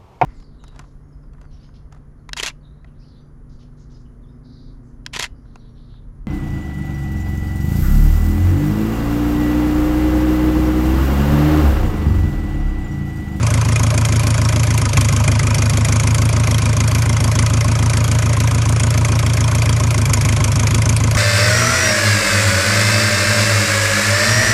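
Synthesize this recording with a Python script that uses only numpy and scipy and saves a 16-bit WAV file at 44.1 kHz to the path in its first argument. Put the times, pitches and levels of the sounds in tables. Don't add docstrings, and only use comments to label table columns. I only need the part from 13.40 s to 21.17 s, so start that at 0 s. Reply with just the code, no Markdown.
import sys
import numpy as np
from scipy import signal
from scipy.fft import rfft, irfft, next_fast_len
from scipy.io import wavfile
from scipy.ndimage import uniform_filter1d

SR = 44100
rng = np.random.default_rng(int(sys.argv[2]) if len(sys.argv) > 2 else 0)


def digitize_waveform(pressure):
    field = np.atleast_2d(pressure).T
    bounded = np.clip(field, -1, 1)
    quanta = np.round(bounded * 32767).astype(np.int16)
    wavfile.write(sys.argv[1], SR, quanta)


def amplitude_ratio(level_db):
    exponent = np.asarray(level_db, float) / 20
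    return 10 ** exponent


N = 342657

# time in seconds, speed in firings per second.
SPEED = [(0.0, 27.488), (1.04, 27.355), (1.3, 27.995), (1.51, 25.091), (1.58, 25.989), (2.36, 26.427),
         (2.93, 27.611), (3.37, 27.02), (3.63, 28.067), (3.81, 26.603), (4.08, 27.503), (5.13, 27.864),
         (6.52, 28.003), (6.66, 25.382), (6.9, 26.288), (7.07, 25.857), (7.48, 27.443), (7.77, 27.162)]
FIRST_FIRING = 0.0436
# crack in dB, head ring in dB, crankcase in dB.
CYLINDERS = [(6, 4, 5), (1, 1.5, 2.5), (8.5, 3, 2.5), (3.5, 3, 3.5)]
# frequency in Hz, width in Hz, level in dB.
BLOCK = [(2080, 147, 3), (2444, 51, 2), (3230, 187, -3), (4647, 96, -2.5), (5546, 337, -2.5),
         (6220, 310, -1.5), (6720, 250, -2), (7200, 430, -6.5), (8980, 1080, -7), (10770, 230, -9)]


def unit(x):
    return x / np.sqrt(np.mean(x ** 2) + 1e-20)


def along(points, hz):
    point_hz, value = np.transpose(points)
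    return np.interp(np.log(hz + 1), np.log(point_hz + 1), value)


def curves(rows):
    time_s, *columns = np.transpose(rows)
    return [np.interp(np.arange(N) / SR, time_s, column) for column in columns]


def filtered(x, response):
    size = next_fast_len(x.shape[-1] + SR // 2)
    spectrum = rfft(x, size) * response(np.fft.rfftfreq(size, 1 / SR))
    return irfft(spectrum, size)[..., :x.shape[-1]]


def resonance(hz, centre_hz, width_hz):
    return 1j * hz * width_hz / (centre_hz ** 2 - hz ** 2 + 1j * hz * width_hz)


def crank():
    return FIRST_FIRING + np.cumsum(curves(SPEED)[0]) / SR


def moments(lead):
    pump_early = np.array([0, .045, 0, 0])
    turned = crank()
    count = np.arange(1, int(turned[-1] + lead) + 1)
    cylinder = count % len(CYLINDERS)
    return np.searchsorted(turned, count - lead - np.array(pump_early)[cylinder]), cylinder


def bursts(at, db, rise_s, fall_s):
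    shape = np.zeros(N)
    shape[at] = amplitude_ratio(db) * np.exp(1) * (1 + rise_s / fall_s)
    shape = signal.lfilter([1], [1, -np.exp(-1 / (fall_s * SR))], shape)
    soft = np.exp(-1 / (rise_s * SR))
    return signal.lfilter([1 - soft], [1, -soft], shape) * rng.standard_normal(N)


def ringing(modes, at, db, scatter_db, stagger_s, rise_s, fall_s):
    chance = rng.standard_normal((len(at), len(modes), 2))
    total = np.zeros(N)
    for k, (hz, width_hz, mode_db) in enumerate(modes):
        delay = (np.abs(stagger_s * chance[:, k, 1]) * SR).astype(int)
        struck = np.minimum(at + delay, N - 1)
        drive = bursts(struck, db + mode_db + scatter_db * chance[:, k, 0], rise_s, fall_s)
        total += filtered(drive, lambda f: resonance(f, hz, width_hz))
    return total


def load():
    governed, lag_s, dead_s = 27.99, 0.12, 0.08
    span = int(lag_s * SR) | 1
    sag = uniform_filter1d(governed - curves(SPEED)[0], span, origin=span // 2, mode="nearest")
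    sag = np.pad(sag, (int(dead_s * SR), 0), "edge")[:N]
    knock_db = -28.5 + 1.11 * sag
    case_rel_db = -0.99 - 0.9 * sag
    exhaust_db = 0.2 * sag
    return knock_db, case_rel_db, exhaust_db


def surge(times_s):
    # time in seconds, extra level in dB.
    surges = [
        (1.572, 3),
        (6, .6),
        (1.5, -4),
        (1.879, 2.5),
        (6.735, 0.5),
        (8.2, 1),
    ]
    extra_db = np.zeros(len(times_s))
    for s, db in surges:
        extra_db[np.argmin(np.abs(times_s - s))] = db
    return extra_db


def exhaust():
    # frequency in Hz, width in Hz, lag in ms, then level in dB of cylinders 1, 2, 3, 4.
    pipe_modes = [(52.3, 39.6, 0.09, -32.5, -32.6, -33.1, -31.8),
                  (96.9, 107.7, 12.98, -37.8, -39.4, -41.8, -37.8),
                  (99.8, 22.6, -0.84, -36.7, -29.5, -70.0, -34.6),
                  (106.3, 10.0, -7.52, -35.2, -33.4, -70.0, -29.3),
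                  (119.6, 27.2, 11.0, -38.0, -25.7, -23.5, -29.9),
                  (126.2, 28.8, 14.3, -30.9, -29.0, -29.8, -29.4),
                  (154.2, 13.0, -1.72, -30.3, -33.4, -32.8, -33.2),
                  (197.0, 41.5, -1.84, -40.9, -35.1, -54.3, -39.5),
                  (198.9, 40.3, 9.59, -54.6, -37.5, -32.3, -39.0),
                  (207.8, 19.1, 12.17, -36.8, -42.0, -34.1, -37.3),
                  (240.5, 18.8, 20.82, -36.5, -70.0, -70.0, -50.3),
                  (257.1, 19.3, 8.42, -36.2, -70.0, -70.0, -33.6)]
    # pitch factor, lag in ms.
    runners = [(1, 0), (1.063, .67), (1.134, -.33), (1.037, .39)]
    puff_hz = 450
    earlier = SR // 2
    before = FIRST_FIRING - np.arange(earlier, 0, -1) * SPEED[0][1] / SR
    turned = np.r_[before, crank()]
    count = np.arange(int(turned[0]), int(turned[-1]) + 1)
    at = np.searchsorted(turned, count)
    steady_db = 70.2 + 0.3 * rng.standard_normal(len(at))
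    load_db = np.r_[np.zeros(earlier), load()[2]][at]
    size = amplitude_ratio(steady_db + load_db + surge((at - earlier) / SR))
    total = np.zeros(len(turned))
    for c, (pitch, runner_ms) in enumerate(runners):
        own = count % len(runners) == c
        pulses = np.zeros(len(turned))
        pulses[at[own]] = size[own]

        def pipe(f):
            response = 0
            for hz, width_hz, lag_ms, *db in pipe_modes:
                delay = np.exp(-2j * np.pi * f * (lag_ms + runner_ms) / 1000)
                response = response + amplitude_ratio(db[c]) * resonance(f, pitch * hz, width_hz) * delay
            return response

        total += filtered(pulses, pipe)
    return filtered(total, lambda f: np.exp(-(f / puff_hz) ** 2))[earlier:]


def knock():
    # time in seconds, peak in dB, head ring in dB re peak.
    hard_firings = [(0.3591, -10.5, -11), (1.0899, -9, -16), (1.5718, -4, -16), (1.6102, -8, -13),
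                    (1.8786, -10.5, -9), (1.9924, -8, -18.5), (2.144, -8, -18), (2.2967, -12, -6),
                    (2.3715, -7.5, -19), (2.4483, -5.5, -18), (2.5232, -9, -15), (2.597, -12, -9),
                    (2.6713, -10, -11.5), (2.7447, -12.5, -6.5), (3.1088, -12, -14), (3.4037, -10.5, -13),
                    (3.5483, -6, -23), (3.8407, -10, -12), (3.9903, -6, -18.5), (4.2073, -9.5, -18.5),
                    (4.7157, -7.5, -19), (5.6486, -11.5, -11), (6.0776, -12.5, -10), (6.7356, -4.5, -13.5),
                    (6.8872, -9, -14), (7.0404, -9, -13), (7.1945, -10, -9.5), (7.2704, -8.5, -17),
                    (7.3447, -7, -18), (7.4919, -5.5, -22)]
    # frequency in Hz, density in dB per Hz.
    crack_spectrum = [(700, -36), (1500, -29), (2300, 8.5), (3000, -8), (4000, -3.5), (6500, -5.5),
                      (8500, -15.5), (11300, -5)]
    at, cylinder = moments(lead=0.14)
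    chance = rng.standard_normal((len(at), 2))
    crack_db, head_db, _ = np.transpose(CYLINDERS)
    load_db = load()[0][at]
    db = load_db + crack_db[cylinder] - 6.5 + 2.2 * chance[:, 0]
    ring_db = load_db + head_db[cylinder] - 5.0 + 0.84 * chance[:, 1]
    for s, peak_db, ring_rel_db in hard_firings:
        k = np.argmin(np.abs(at / SR - s))
        db[k] = peak_db - 18.0 + 0.15 * crack_db[cylinder[k]]
        ring_db[k] = peak_db - 17 + 0.5 * (ring_rel_db + 16.0)
    sharp = amplitude_ratio(7.0) * bursts(at, db, rise_s=0.0007, fall_s=0.0014)
    shudder = bursts(at, db - 6.0, rise_s=0.001, fall_s=0.019)
    crack = filtered(sharp + shudder, lambda f: amplitude_ratio(along(crack_spectrum, f)))
    ring = ringing(BLOCK, at, ring_db + 12.5, scatter_db=3.0, stagger_s=0.0015, rise_s=0.00052, fall_s=0.0049)
    return crack + ring


def crankcase():
    # frequency in Hz, width in Hz, level in dB.
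    case_modes = [(313, 220, -5), (608, 35, 2.5), (620, 64, -7), (984, 46, 0), (1080, 34, 2), (1248, 37, 2),
                  (1506, 57, 0.5), (1730, 87, -11)]
    at, cylinder = moments(lead=0.14)
    knock_db, case_rel_db, _ = load()
    cylinder_db = np.transpose(CYLINDERS)[-1][cylinder]
    db = (knock_db + case_rel_db)[at] + cylinder_db + 2.2 * surge(at / SR)
    return ringing(case_modes, at, db + 11.5, scatter_db=0.5, stagger_s=0.0025, rise_s=0.0027, fall_s=0.0049)


def rattle():
    # frequency in Hz, density in dB per Hz.
    rattle_spectrum = [(150, -4), (260, -9.5), (400, -8.5), (585, -3.5), (760, -10.5), (980, -4.5),
                       (1830, -12.5), (2370, -11.5), (4130, -20.5), (6590, -18.5), (11300, -29)]
    z = signal.stft(rng.standard_normal(N + 512), nperseg=256)[2]
    patches = uniform_filter1d(rng.standard_normal(z.shape), 4, 0)
    patches = uniform_filter1d(patches, 3, 1)
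    noise = signal.istft(z * amplitude_ratio(2.9 * unit(patches)), nperseg=256)[1][:N]
    coloured = unit(filtered(noise, lambda f: amplitude_ratio(along(rattle_spectrum, f))))
    knock_db, case_rel_db, _ = load()
    return amplitude_ratio(-29.0 + 1.7 * (knock_db + case_rel_db + 29.0)) * coloured


def linkage():
    # place in firings into the cycle, frequency in Hz, width in Hz, level in dB.
    strikers = [(2.97, 1061, 61, -22.5), (.93, 962, 38, -25.5), (2.46, 600, 32, -27),
                (2.02, 620, 92, -25.5), (0.212, 570, 43, -30.5), (3.65, 346, 60, -26),
                (2.92, 790, 68, -29.5), (.22, 1290, 62, -28), (2.28, 1640, 62, -31.5), (1.9, 1270, 63, -27)]
    turned = crank()
    total = np.zeros(N)
    for place, hz, width_hz, db in strikers:
        at = np.searchsorted(turned, np.arange(place, turned[-1], len(CYLINDERS)))
        blow_db = db + 3.05 * rng.standard_normal(len(at))
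        blows = np.zeros(N)
        blows[at] = amplitude_ratio(blow_db) * SR / (2 * np.pi * width_hz)
        total += filtered(blows, lambda f: resonance(f, hz, width_hz) * resonance(f, hz, 4.0 * width_hz))
    return amplitude_ratio(1.5) * total


def valves():
    at, _ = moments(lead=-0.03)
    db = load()[0][at] + 5.4 * rng.standard_normal(len(at))
    return ringing(BLOCK[2:], at, db - 1.0, scatter_db=2.0, stagger_s=0.0045, rise_s=0.00048, fall_s=0.0015)


def tappets():
    at, _ = moments(lead=0.289)
    db = load()[0][at] + 3.0 * rng.standard_normal(len(at))
    return ringing(BLOCK[1::2], at, db - 8.5, scatter_db=7.5, stagger_s=0.0054, rise_s=0.0004, fall_s=0.002)


def gearbox():
    # time in seconds, level in dB.
    bites = [
        (1.574, -28),
        (1.803, -27),
        (6.7, -33),
    ]
    # frequency in Hz, width in Hz, level in dB.
    casing_modes = [(68, 36, 4), (796, 85, 2), (1050, 70, -2)]
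    blows = np.zeros(N)
    for s, db in bites:
        blows[round(s * SR)] = amplitude_ratio(db)

    def casing(f):
        response = 0
        for k, (hz, width_hz, db) in enumerate(casing_modes):
            gain = (-1) ** k * amplitude_ratio(db) * SR / (np.pi * width_hz)
            response = response + gain * resonance(f, hz, width_hz)
        return response

    return filtered(blows, casing)


def scene():
    metal = knock() + crankcase() + linkage() + valves() + tappets() + gearbox()
    ground = np.pad(metal, (130, 0))[:N]
    return (exhaust() + metal + amplitude_ratio(-18.5) * ground + rattle())[None]


def edge(x):
    edge_hz, wander_hz = 11750, 230
    hz, t, z = signal.stft(x, SR, nperseg=1024)
    steps = np.repeat(rng.standard_normal(len(t)), 4)[:len(t)]
    over_hz = np.clip(hz[:, None] - (edge_hz + wander_hz * steps), 0, 200)
    return signal.istft(z * amplitude_ratio(-0.4 * over_hz), SR, nperseg=1024)[1][..., :N]


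def low_pass(x):
    return signal.sosfilt(signal.butter(12, 12840, fs=SR, output="sos"), x)


def record(dry):
    bass_cut_hz, top_hz, ceiling = 45.1, 11650, 0.97

    def bass(f):
        s = 1j * f
        return (s ** 2 / (s ** 2 + s * bass_cut_hz + bass_cut_hz ** 2)) ** 3

    heard = filtered(dry, bass)
    heard = heard / (1 + np.abs(heard / ceiling) ** 8) ** (1 / 8)
    heard = filtered(heard, lambda f: amplitude_ratio(-0.008 * np.maximum(f - top_hz, 0)))
    return low_pass(edge(heard))


dry = scene()
out = record(dry)
digitize_waveform(out)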